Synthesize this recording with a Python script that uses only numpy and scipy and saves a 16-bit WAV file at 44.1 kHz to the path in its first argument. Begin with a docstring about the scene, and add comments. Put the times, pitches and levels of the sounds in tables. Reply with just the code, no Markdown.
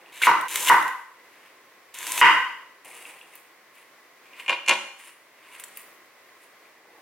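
"""Three crunching slices through an onion, each ending in a ringing knock, close up in a hard-walled kitchen.
Bursting cells spit and shake the broad knife until its edge lands and rings blade and thick wooden board.
A hand then sweeps up the wet slices, which stick and slip on the wood, nudges the resting knife into
a rattle, and drops the slices in a bowl with a few wet smacks. A faint airy hum lies underneath,
and a limiter holds the knocks down."""
import sys
import numpy as np
from scipy import signal
from scipy.fft import rfft, irfft, next_fast_len
from scipy.io import wavfile
from scipy.ndimage import uniform_filter1d, minimum_filter1d

SR = 44100
rng = np.random.default_rng(int(sys.argv[2]) if len(sys.argv) > 2 else 0)


def inscribe(sig):
    """Save sig as 16-bit PCM at rate SR to the path in sys.argv[1].

    A 1-D sig is mono; a 2-D sig holds one channel per row.
    Samples are clipped to [-1, 1] before scaling.
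    """
    pcm = np.round(np.clip(np.atleast_2d(sig).T, -1, 1) * 32767)
    wavfile.write(sys.argv[1], SR, pcm.astype(np.int16))


N = 309141
TIME = np.arange(N) / SR

# The edge meets the board. Each row: time in seconds, blow in dB, highest pitch the contact drives in Hz,
# pitch favoured by that spot in Hz, its lift in dB, board thud in dB.
CHOPS = [(0.2690, -2, 2280, 1330, 6, -21), (0.6978, 0, 1940, 1840, 6.5, -20),
         (2.2131, 7.5, 3000, 1810, 11, -17.5)]
# The ring of the blade pressed on the board. Each row: pitch in Hz, level in dB, t60 in seconds.
BLADE = [(948.4, 1.5, 0.037), (1038, 1.5, 0.049), (1107, -1, 0.021), (1551, -2.5, 0.015),
         (1578, -7.5, 0.042), (1820, -11.5, 0.012), (1955, -2.5, 0.023), (2144, -7, 0.013),
         (2390, -11.5, 0.041), (2400, -6, 0.041), (2864, -0.5, 0.02), (3190, -7.5, 0.018),
         (4060, -5, 0.0041)]
# The dull body of the board. 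Each row: pitch in Hz, level in dB, t60 in seconds.
BOARD = [(147, -13, 0.065), (214, -10, 0.024), (308, -4, 0.044), (375.5, -0.5, 0.03), (420, -1, 0.029),
         (505, 3.5, 0.025), (565, 3.5, 0.0093), (818, 3.5, 0.013)]


def undb(db):
    """Decibels to gain."""
    return 10 ** (np.asarray(db) / 20)


def unit(x):
    """Scale to rms 1."""
    return x / np.sqrt(np.mean(x ** 2))


def decay(t, t60):
    """Envelope that falls by 60 dB in t60 seconds."""
    return np.exp(-np.log(1000) * t / t60)


def across(points, size):
    """A (Hz, value) table read at the bins of a spectrum of `size` samples."""
    hz, value = np.transpose(points)
    return np.interp(np.log(np.arange(size // 2 + 1) * SR / size + 1), np.log(hz), value)


def colour(x, points):
    """Filter by a (Hz, dB) table."""
    size = next_fast_len(len(x))
    return irfft(rfft(x, size) * undb(across(points, size)), size)[:len(x)]


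def cut(x, hz, kind, order):
    """Causal low-pass or high-pass."""
    return signal.sosfilt(signal.butter(order, min(hz, SR / 2 - 100), kind, fs=SR, output="sos"), x)


def resonate(x, hz, q):
    """The band that one resonance picks out of a sound."""
    return signal.lfilter(*signal.iirpeak(hz, q, fs=SR), x)


def add(track, s, sound, db):
    """Mix a sound into a track at time s, with its peak at db."""
    start = int(s * SR)
    track[start:start + len(sound)] += (undb(db) * sound / np.abs(sound).max())[:len(track) - start]


def ring(modes, contact_s=.0001):
    """Struck modes, their dB setting energy; neighbours swing opposite ways, soft contact dulls the hit."""
    t = TIME[:int(max(row[2] for row in modes) * SR * 2)]
    tones = sum((-1) ** k * undb(db) / np.sqrt(t60) * np.sin(2 * np.pi * hz * t) * decay(t, t60)
                for k, (hz, db, t60) in enumerate(modes))
    return tones * (1 - np.exp(-t / contact_s))


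def burst(t60, highpass_hz, lowpass_hz, orders=(2, 3)):
    """A short band of tearing noise that dies away."""
    t = TIME[:SR // 20]
    noise = rng.standard_normal(len(t)) * decay(t, t60)
    return cut(cut(noise, highpass_hz, "high", orders[0]), lowpass_hz, "low", orders[1])


def grains(per_s, spread_db):
    """Tiny clicks at random moments, a few much larger than the rest."""
    size = undb(spread_db * np.minimum(rng.exponential(size=N), 4))
    return (rng.random(N) < per_s / SR) * rng.choice([-1, 1], N) * size


def spurts(per_s, spread_db):
    """Gain of onion that yields unevenly, in small spurts."""
    return undb(spread_db * np.interp(TIME * per_s, np.arange(N), rng.standard_normal(N)))


def move(s, swell_s, hold_s, db, fade_db_per_s, swell_db=27):
    """Gain of one rubbing move: it swells up to time s, holds and fades."""
    before, after = np.maximum(s - TIME, 0), np.maximum(TIME - s - hold_s, 0)
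    return undb(db - swell_db * before / swell_s - fade_db_per_s * after)


def diffuse(size):
    """Noise that arrives from all sides: alike left and right in the bass, unrelated in the treble."""
    # Stereo width. Each row: frequency in Hz, side minus mid in dB.
    width = [(40, -7.5), (140, -40), (350, -17.5), (700, -8), (1000, -8), (2200, -7.5), (3500, -1),
             (5500, 0.5), (8000, 2), (12000, -2.5)]
    side_gain = undb(across(width, size))
    mid, side = rfft(rng.standard_normal((2, size)))
    left_right = mid + np.array([[1], [-1]]) * side_gain * side
    return irfft(left_right / np.sqrt(1 + side_gain ** 2), size)


def background(level_db=-54, waver_db=1.26):
    """Steady airy hum of the kitchen with two faint resonances, wavering a little."""
    # The colour of the hum. Each row: frequency in Hz, relative level in dB.
    hum = [(25, -49), (60, -35), (110, -17), (180, -15.5), (330, -3.5), (550, -2), (830, -5), (1040, -3),
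           (1400, -4.5), (2050, -1), (2900, -10), (4500, -13), (9000, -19), (16000, -20)]
    # Its narrow resonances. Each row: pitch in Hz, width in Hz, lift in dB.
    hum_peaks = [(1060, 55, 6.5), (1984, 90, 3.5)]
    waver = np.interp(TIME, np.linspace(0, TIME[-1], 40), rng.standard_normal(40))
    air = np.array([colour(channel, hum) for channel in diffuse(N)])
    for hz, width_hz, lift_db in hum_peaks:
        air = air + (undb(lift_db) - 1) * resonate(air, hz, q=hz / width_hz)
    return unit(air) * undb(level_db + waver_db * waver)


def kitchen(build_s=0.0049, smooth_bins=24):
    """Response of the hard-walled room: a few clear reflections and a dense, even tail."""
    # The reverberation. Each row: frequency in Hz, t60 in seconds.
    reverb_times = [(100, 0.51), (400, 0.46), (1000, 0.63), (2000, 0.58), (3000, 0.58), (5000, 0.65),
                    (10000, 0.63), (16000, 0.67)]
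    # First reflections from counter, wall and ceiling. Each row: delay in seconds, level in dB.
    echoes = [(.0082, -10), (.0150, -23), (.0225, -11.5), (.0312, -30), (.0440, -9)]
    t = TIME[:SR]
    noise, tail = rfft(diffuse(SR)), 0
    for hz, t60 in reverb_times:
        share = across([(f, float(f == hz)) for f, _ in reverb_times], SR)
        tail = tail + irfft(noise * share, SR) * decay(t, t60)
    # even out the tail's peaks and dips, so the room rings smoothly with no stray pitches
    spectrum = rfft(tail)
    power = uniform_filter1d(np.mean(np.abs(spectrum) ** 2, axis=0), smooth_bins)
    tail = irfft(spectrum / np.sqrt(power), SR)
    build_up = 1 - np.exp(-(t / build_s) ** 2)
    fade_out = np.clip((.7 - t) * 10, 0, 1)
    tail = unit(tail * build_up * fade_out) / np.sqrt(SR)
    for delay_s, db in echoes:
        tail[:, int(delay_s * SR)] += undb(db)
    return tail


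def nearby(x, scatter_db=-4, scatter_t60=0.028):
    """Board, hands and bowl scatter the treble within milliseconds, differently to left and right."""
    t = TIME[:SR // 20]
    response = unit(diffuse(len(t)) * decay(t, scatter_t60)) / np.sqrt(len(t))
    treble = cut(response, 4700, "high", order=3)
    return x + undb(scatter_db) * signal.fftconvolve(x[None], treble, axes=1)[:, :N]


def gathering(rub_db=-2, crackle_db=-3, push_db=-5):
    """Wet slices stick and slip on the wood while films of juice break."""
    # Fingers sweep, lift or drop slices. Each row: time of full contact, swell and hold in seconds,
    # then rubbing and wet crackle in relative dB.
    sweeps = [(0.01, .01, 0.091, -55.5, -69), (1.36, 0.45, 0.17, -59.5, -75),
              (2.848, 0.0075, .23, -48, -50), (3.15, 0.15, 0.14, -57.5, -64.5),
              (3.34, .07, .004, -51.5, -55.5), (3.775, 0.098, .02, -52, -61),
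              (4.403, 0.083, .004, -44.5, -56), (5.004, 0.096, 0.067, -49.5, -53),
              (5.387, 0.11, 0.082, -56, -71), (5.54, 0.095, 0.064, -47, -53),
              (5.772, 0.065, 0.0049, -50, -48), (6.424, .12, .01, -62, -61)]
    # Hand and food press softly on the board. Each row: time of full contact, swell and hold in seconds,
    # relative level in dB.
    pushes = [(0, .01, .03, -51.5), (2.858, .02, 0.017, -48), (3.01, 0.086, 0.31, -58.5),
              (6.894, 0.27, .02, -53)]
    # The colours of the rubbing and of the juice. Each row: frequency in Hz, relative level in dB.
    rub_colour = [(100, -42), (600, -30), (1000, 0), (1350, -8.5), (2050, 0.5), (2800, -1), (3600, -12),
                  (5500, -25)]
    crackle_colour = [(200, -55), (2500, -38.5), (4000, -9.5), (6500, -3.5), (9000, 3.5), (11000, 3),
                      (13000, -10), (16000, -9.5)]
    rub = undb(rub_db) * unit(colour(grains(1500, 2.5), rub_colour))
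    crackle = undb(crackle_db) * unit(colour(grains(4000, 4.5), crackle_colour))
    wood = signal.fftconvolve(grains(900, 1.8), ring(BOARD))[:N]
    push = undb(push_db) * unit(cut(wood, 210, "high", order=2))
    slices = np.zeros(N)
    for s, swell_s, hold_s, rubbing_db, wet_db in sweeps:
        texture = undb(rubbing_db) * rub + undb(wet_db) * crackle
        slices += texture * move(s, swell_s, hold_s, db=0, fade_db_per_s=180)
    pressure = sum(move(*row, fade_db_per_s=84) for row in pushes)
    return slices * spurts(per_s=45, spread_db=2.5) + push * pressure


def bounces(count=5, gap_s=.0125, shrink=.84, loss_db=1.14):
    """(delay s, dB) of a dropped handle's contacts, each sooner and weaker than the last."""
    k = np.arange(count)
    return list(zip(np.cumsum(gap_s * shrink ** k) - gap_s, -loss_db * k))


def rattles(grit_db=-6, tick_lift_db=-1, wood_db=-11.5, clack_db=-6):
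    """The nudged knife slides, then bounces between blade and handle; each contact knocks the wood."""
    # The resting blade rocks against the board. Each row: time in seconds, ring in dB, relative tick in dB.
    rocks = [(4.333, -37.5, -58), (4.397, -25.5, -41), (4.4614, -27, -42), (4.48, -17, -32),
             (4.485, -14, -36), (4.4942, -6.5, -22.5), (4.504, -14, -26), (4.527, -13.5, -33),
             (4.662, -26, -32), (4.6775, -14, -28), (4.6833, -8, -14), (4.693, -3, -8.5),
             (4.710, -5.5, -20)]
    # The free blade's ring, its bright tick, and the handle with the board under it.
    # Each row: pitch in Hz, level in dB, t60 in seconds.
    blade_modes = [(2119, -6, .06), (2421, 0, .06), (2724, -2, .04), (2830, 1, .012), (3050, -7, .01),
                   (3380, -11, .01)]
    tick_modes = [(4260, -1, .03), (5600, -1, .006), (6830, 0, .008), (8000, -5, .004), (9640, -8, .016),
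                  (11000, -7, .003)]
    handle_modes = [(215.7, -11, 0.032), (350, -8.5, 0.1), (552, 0.5, 0.07), (639, -11, 0.1),
                    (810, 5.5, 0.017), (966, 3, 0.06), (1076, 6, 0.069), (1470, 8, 0.0082),
                    (1850, 9.5, 0.011)]
    # The handle drops on the board. Each row: time in seconds, level in dB.
    handle_drops = [(4.496, -19), (4.696, -14)]
    # The blade slides a little. Each row: time of full contact, swell and hold in seconds, level in dB.
    slides = [(4.25, .03, .02, -58), (4.375, 0.11, .025, -49.5)]
    out = np.zeros(N)
    blade = cut(ring(blade_modes, contact_s=0.00064), 1100, "high", order=2)
    tick = ring(tick_modes, contact_s=0.00034)
    wood = cut(ring(handle_modes, contact_s=0.0016), 156, "high", order=3)
    for s, ring_db, tick_db in rocks:
        add(out, s, blade, ring_db)
        add(out, s, tick, tick_db + tick_lift_db)
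        add(out, s, burst(0.037, 2800, 8100), tick_db + grit_db)
        add(out, s, wood, ring_db + wood_db)
    for s, db in handle_drops:
        for delay_s, bounce_db in bounces():
            clack = burst(0.11, 1300, 3700, orders=(2, 4))  # the hard handle
            add(out, s + delay_s, wood, db + bounce_db)
            add(out, s + delay_s, clack, db + bounce_db + clack_db)
    scrape = unit(resonate(grains(1500, 2.5), 2430, q=16))
    return out + scrape * sum(move(*row, fade_db_per_s=232) for row in slides)


def snaps(crack_span=1.32, tap_t60=0.027):
    """Single cracks and taps that stand out of the crunch and the rubbing."""
    # A whole onion layer snaps or a wet slice smacks. Each row: time in seconds, crack level in dB,
    # its pitch in Hz, its t60 in seconds, hollow body in dB.
    cracks = [(0.412, -24.5, 9600, 0.013, -30), (0.5576, -10.5, 8250, 0.011, -12.5),
              (0.825, -27.5, 8500, .02, -23), (0.8793, -31, 8900, 0.021, -28),
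              (1.943, -31.5, 8000, .03, -40), (1.987, -24, 7900, .014, -30), (2.0288, -26, 8000, .014, -24),
              (2.0679, -19.5, 7500, .02, -20), (2.1196, -14, 7500, .014, -27),
              (2.178, -16.5, 8500, .012, -16), (2.85, -39, 10000, 0.022, -50),
              (3.3538, -35, 12500, .03, -41), (3.7524, -47, 12000, .03, -53),
              (5.598, -28, 10000, 0.054, -32), (5.6381, -27, 8800, .035, -31),
              (5.772, -25.5, 13000, 0.017, -35)]
    # Steel or a fingernail taps the wood. Each row: time in seconds, level in dB, pitch in Hz.
    taps = [(0.06, -42.5, 2800), (0.2164, -18.5, 1575), (0.224, -13.5, 2380), (0.2342, -6.5, 2266),
            (0.687, -11.5, 2980), (2.912, -38, 2400), (3.053, -31.5, 2690), (3.138, -43, 2460),
            (3.213, -35, 2800), (6.654, -46, 2400)]
    out = np.zeros(N)
    for s, crack_db, hz, t60, body_db in cracks:
        add(out, s, burst(t60, hz / crack_span, hz * crack_span, orders=(4, 2)), crack_db)
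        add(out, s, burst(0.012, 2500, 2280), body_db)
    for s, db, hz in taps:
        # close modes beat, so the tap swells for a moment and is soon gone
        add(out, s, ring([(hz * 0.906, -3, tap_t60), (hz, 0, tap_t60), (hz * 1.2, -9, tap_t60)]), db)
    return out


def strokes(sink_db_per_s=65, give_db_per_s=68, chatter_offset_db=-11.5, chatter_slope=0.63):
    """Spray and chatter gains: they grow as the edge sinks, jump as the onion gives, stop as it lands."""
    # The way down through the onion. Each row: when the edge enters and when the last layers give way
    # in seconds, then in relative dB the crunch just before that, and the spray and chatter just after.
    descents = [(0.122, 0.219, -47.5, -32, -23), (0.481, 0.662, -27, -27.5, -23.5),
                (1.939, 2.178, -31, -30.5, -30)]
    spray, chatter = np.zeros((2, N))
    for (enters_s, gives_s, crunch_db, spray_db, chatter_db), (lands_s, *_) in zip(descents, CHOPS):
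        sinking = (TIME >= enters_s) & (TIME < gives_s)
        # more and more of the edge is in the onion
        rising_db = crunch_db - sink_db_per_s * np.maximum(gives_s - TIME, 0)
        # the freed blade speeds up
        speed_up = undb(give_db_per_s * (np.minimum(TIME, lands_s) - gives_s))
        giving = ((TIME >= gives_s) & (TIME < lands_s)) * speed_up
        spray += sinking * undb(rising_db) + giving * undb(spray_db)
        chatter += sinking * undb(chatter_offset_db + chatter_slope * rising_db) + giving * undb(chatter_db)
    layers = spurts(per_s=90, spread_db=1.7)
    return uniform_filter1d(spray, size=90) * layers, uniform_filter1d(chatter, size=90) * layers


def slicing(chatter_db=-4.0, spray_db=-2, sing_db=-8, body_db=-16):
    """Onion cells burst under the edge: each spits in the treble, shakes the blade and presses the board."""
    # The colours of blade chatter and of the spitting cells. 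Each row: frequency in Hz, relative level in dB.
    chatter_colour = [(100, -36), (500, -51), (820, -29), (980, -23), (1250, -7), (1700, -1), (2200, 3.5),
                      (2600, 1.5), (2900, 2), (3600, -1.5), (4300, -7.5), (5500, -35)]
    spray_colour = [(200, -58), (2500, -42), (4000, -43), (5000, -5.5), (6200, 2.5), (8500, 1.5),
                    (11000, 2.5), (13500, -3), (16000, -10)]
    cells = grains(per_s=3500, spread_db=3.46)
    spray_gain, chatter_gain = strokes()
    chatter = undb(chatter_db) * unit(colour(cells, chatter_colour))
    spray = undb(spray_db) * unit(colour(cells, spray_colour))
    sing = undb(sing_db) * unit(signal.fftconvolve(cells, ring(BLADE[:2]))[:N])  # the two lowest modes
    wood = signal.fftconvolve(cells, ring(BOARD))[:N]
    body = undb(body_db) * unit(cut(wood, 170, "high", order=2))
    return chatter * chatter_gain + (spray + sing + body) * spray_gain


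def chop(room, blow_db, contact_hz, spot_hz, lift_db, thud_db, linger_db=-11, crack_db=-22, room_db=4):
    """The edge lands: the blade rings up to the pitch that the contact allows, and the board thuds."""
    # Lingering tones of counter and kitchen. Each row: pitch in Hz, level in dB, t60 in seconds.
    linger_modes = [(152, -24, .5), (921, 2, .55), (940, -5, .45), (965, -7, .45), (1016, 4, .6),
                    (1075, -9, .5), (1092, -10, .5), (1168, -6, .55), (1232, -10, .5), (1408, -10, .5),
                    (1491, -8, .5), (1725, -12, .5), (1777, -9, .5), (1920, 0, .55), (2018, 3, .6),
                    (2422, -10, .45), (2829, -7, .45)]
    knock, linger = np.zeros((2, SR))
    blade = cut(ring(BLADE), 850, "high", order=6)  # air slips round the blade at low pitch
    blade = blade + (undb(lift_db) - 1) * resonate(blade, spot_hz, q=3)
    add(knock, 0, cut(blade, contact_hz, "low", order=5), blow_db)
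    add(knock, 0, cut(ring(BOARD), 144, "high", order=4), thud_db)
    add(knock, 0, burst(0.039, 4200, 4400), blow_db + crack_db)  # the last skin of the onion tears
    add(linger, .008, cut(ring(linger_modes), contact_hz, "low", order=3), blow_db + linger_db)
    # the broad blade throws most of its knock sideways into the room
    return knock + linger + undb(room_db) * signal.fftconvolve(knock[None], room, axes=1)[:, :SR]


def chops(room, first_ends_s=.48, fade_s=0.0028):
    """The three knocks, each with its reverberation; the ring of the first breaks off abruptly at 0.48 s."""
    out = np.zeros((2, N))
    for s, *blow in CHOPS:
        start = int(s * SR)
        gate = np.clip((first_ends_s - s - TIME[:SR]) / fade_s, 0, 1) if s < first_ends_s else 1
        out[:, start:start + SR] += chop(room, *blow) * gate
    return out


def scene(rattle_room_db=-7.0, food_room_db=-6):
    """Knife and onion sound close up on the board, with the kitchen ringing and humming behind them."""
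    room, rattle = kitchen(), rattles()
    food = slicing() + gathering() + snaps()
    send = undb(rattle_room_db) * rattle + undb(food_room_db) * food
    reverb = signal.fftconvolve(send[None], room, axes=1)[:, :N]
    return chops(room) + nearby(rattle + food) + reverb + background()


def record(dry, limit_db=-2, hold_s=0.0072, top_hz=16100):
    """A fast limiter rides the knocks, and a steep low-pass cuts the very top."""
    size = int(hold_s * SR)
    gain = np.minimum(1, undb(limit_db) / (np.abs(dry).max(axis=0) + 1e-9))
    limited = dry * uniform_filter1d(minimum_filter1d(gain, size), size)
    return signal.sosfilt(signal.ellip(10, .1, 80, top_hz, fs=SR, output="sos"), limited)


dry = scene()
out = record(dry)
inscribe(out)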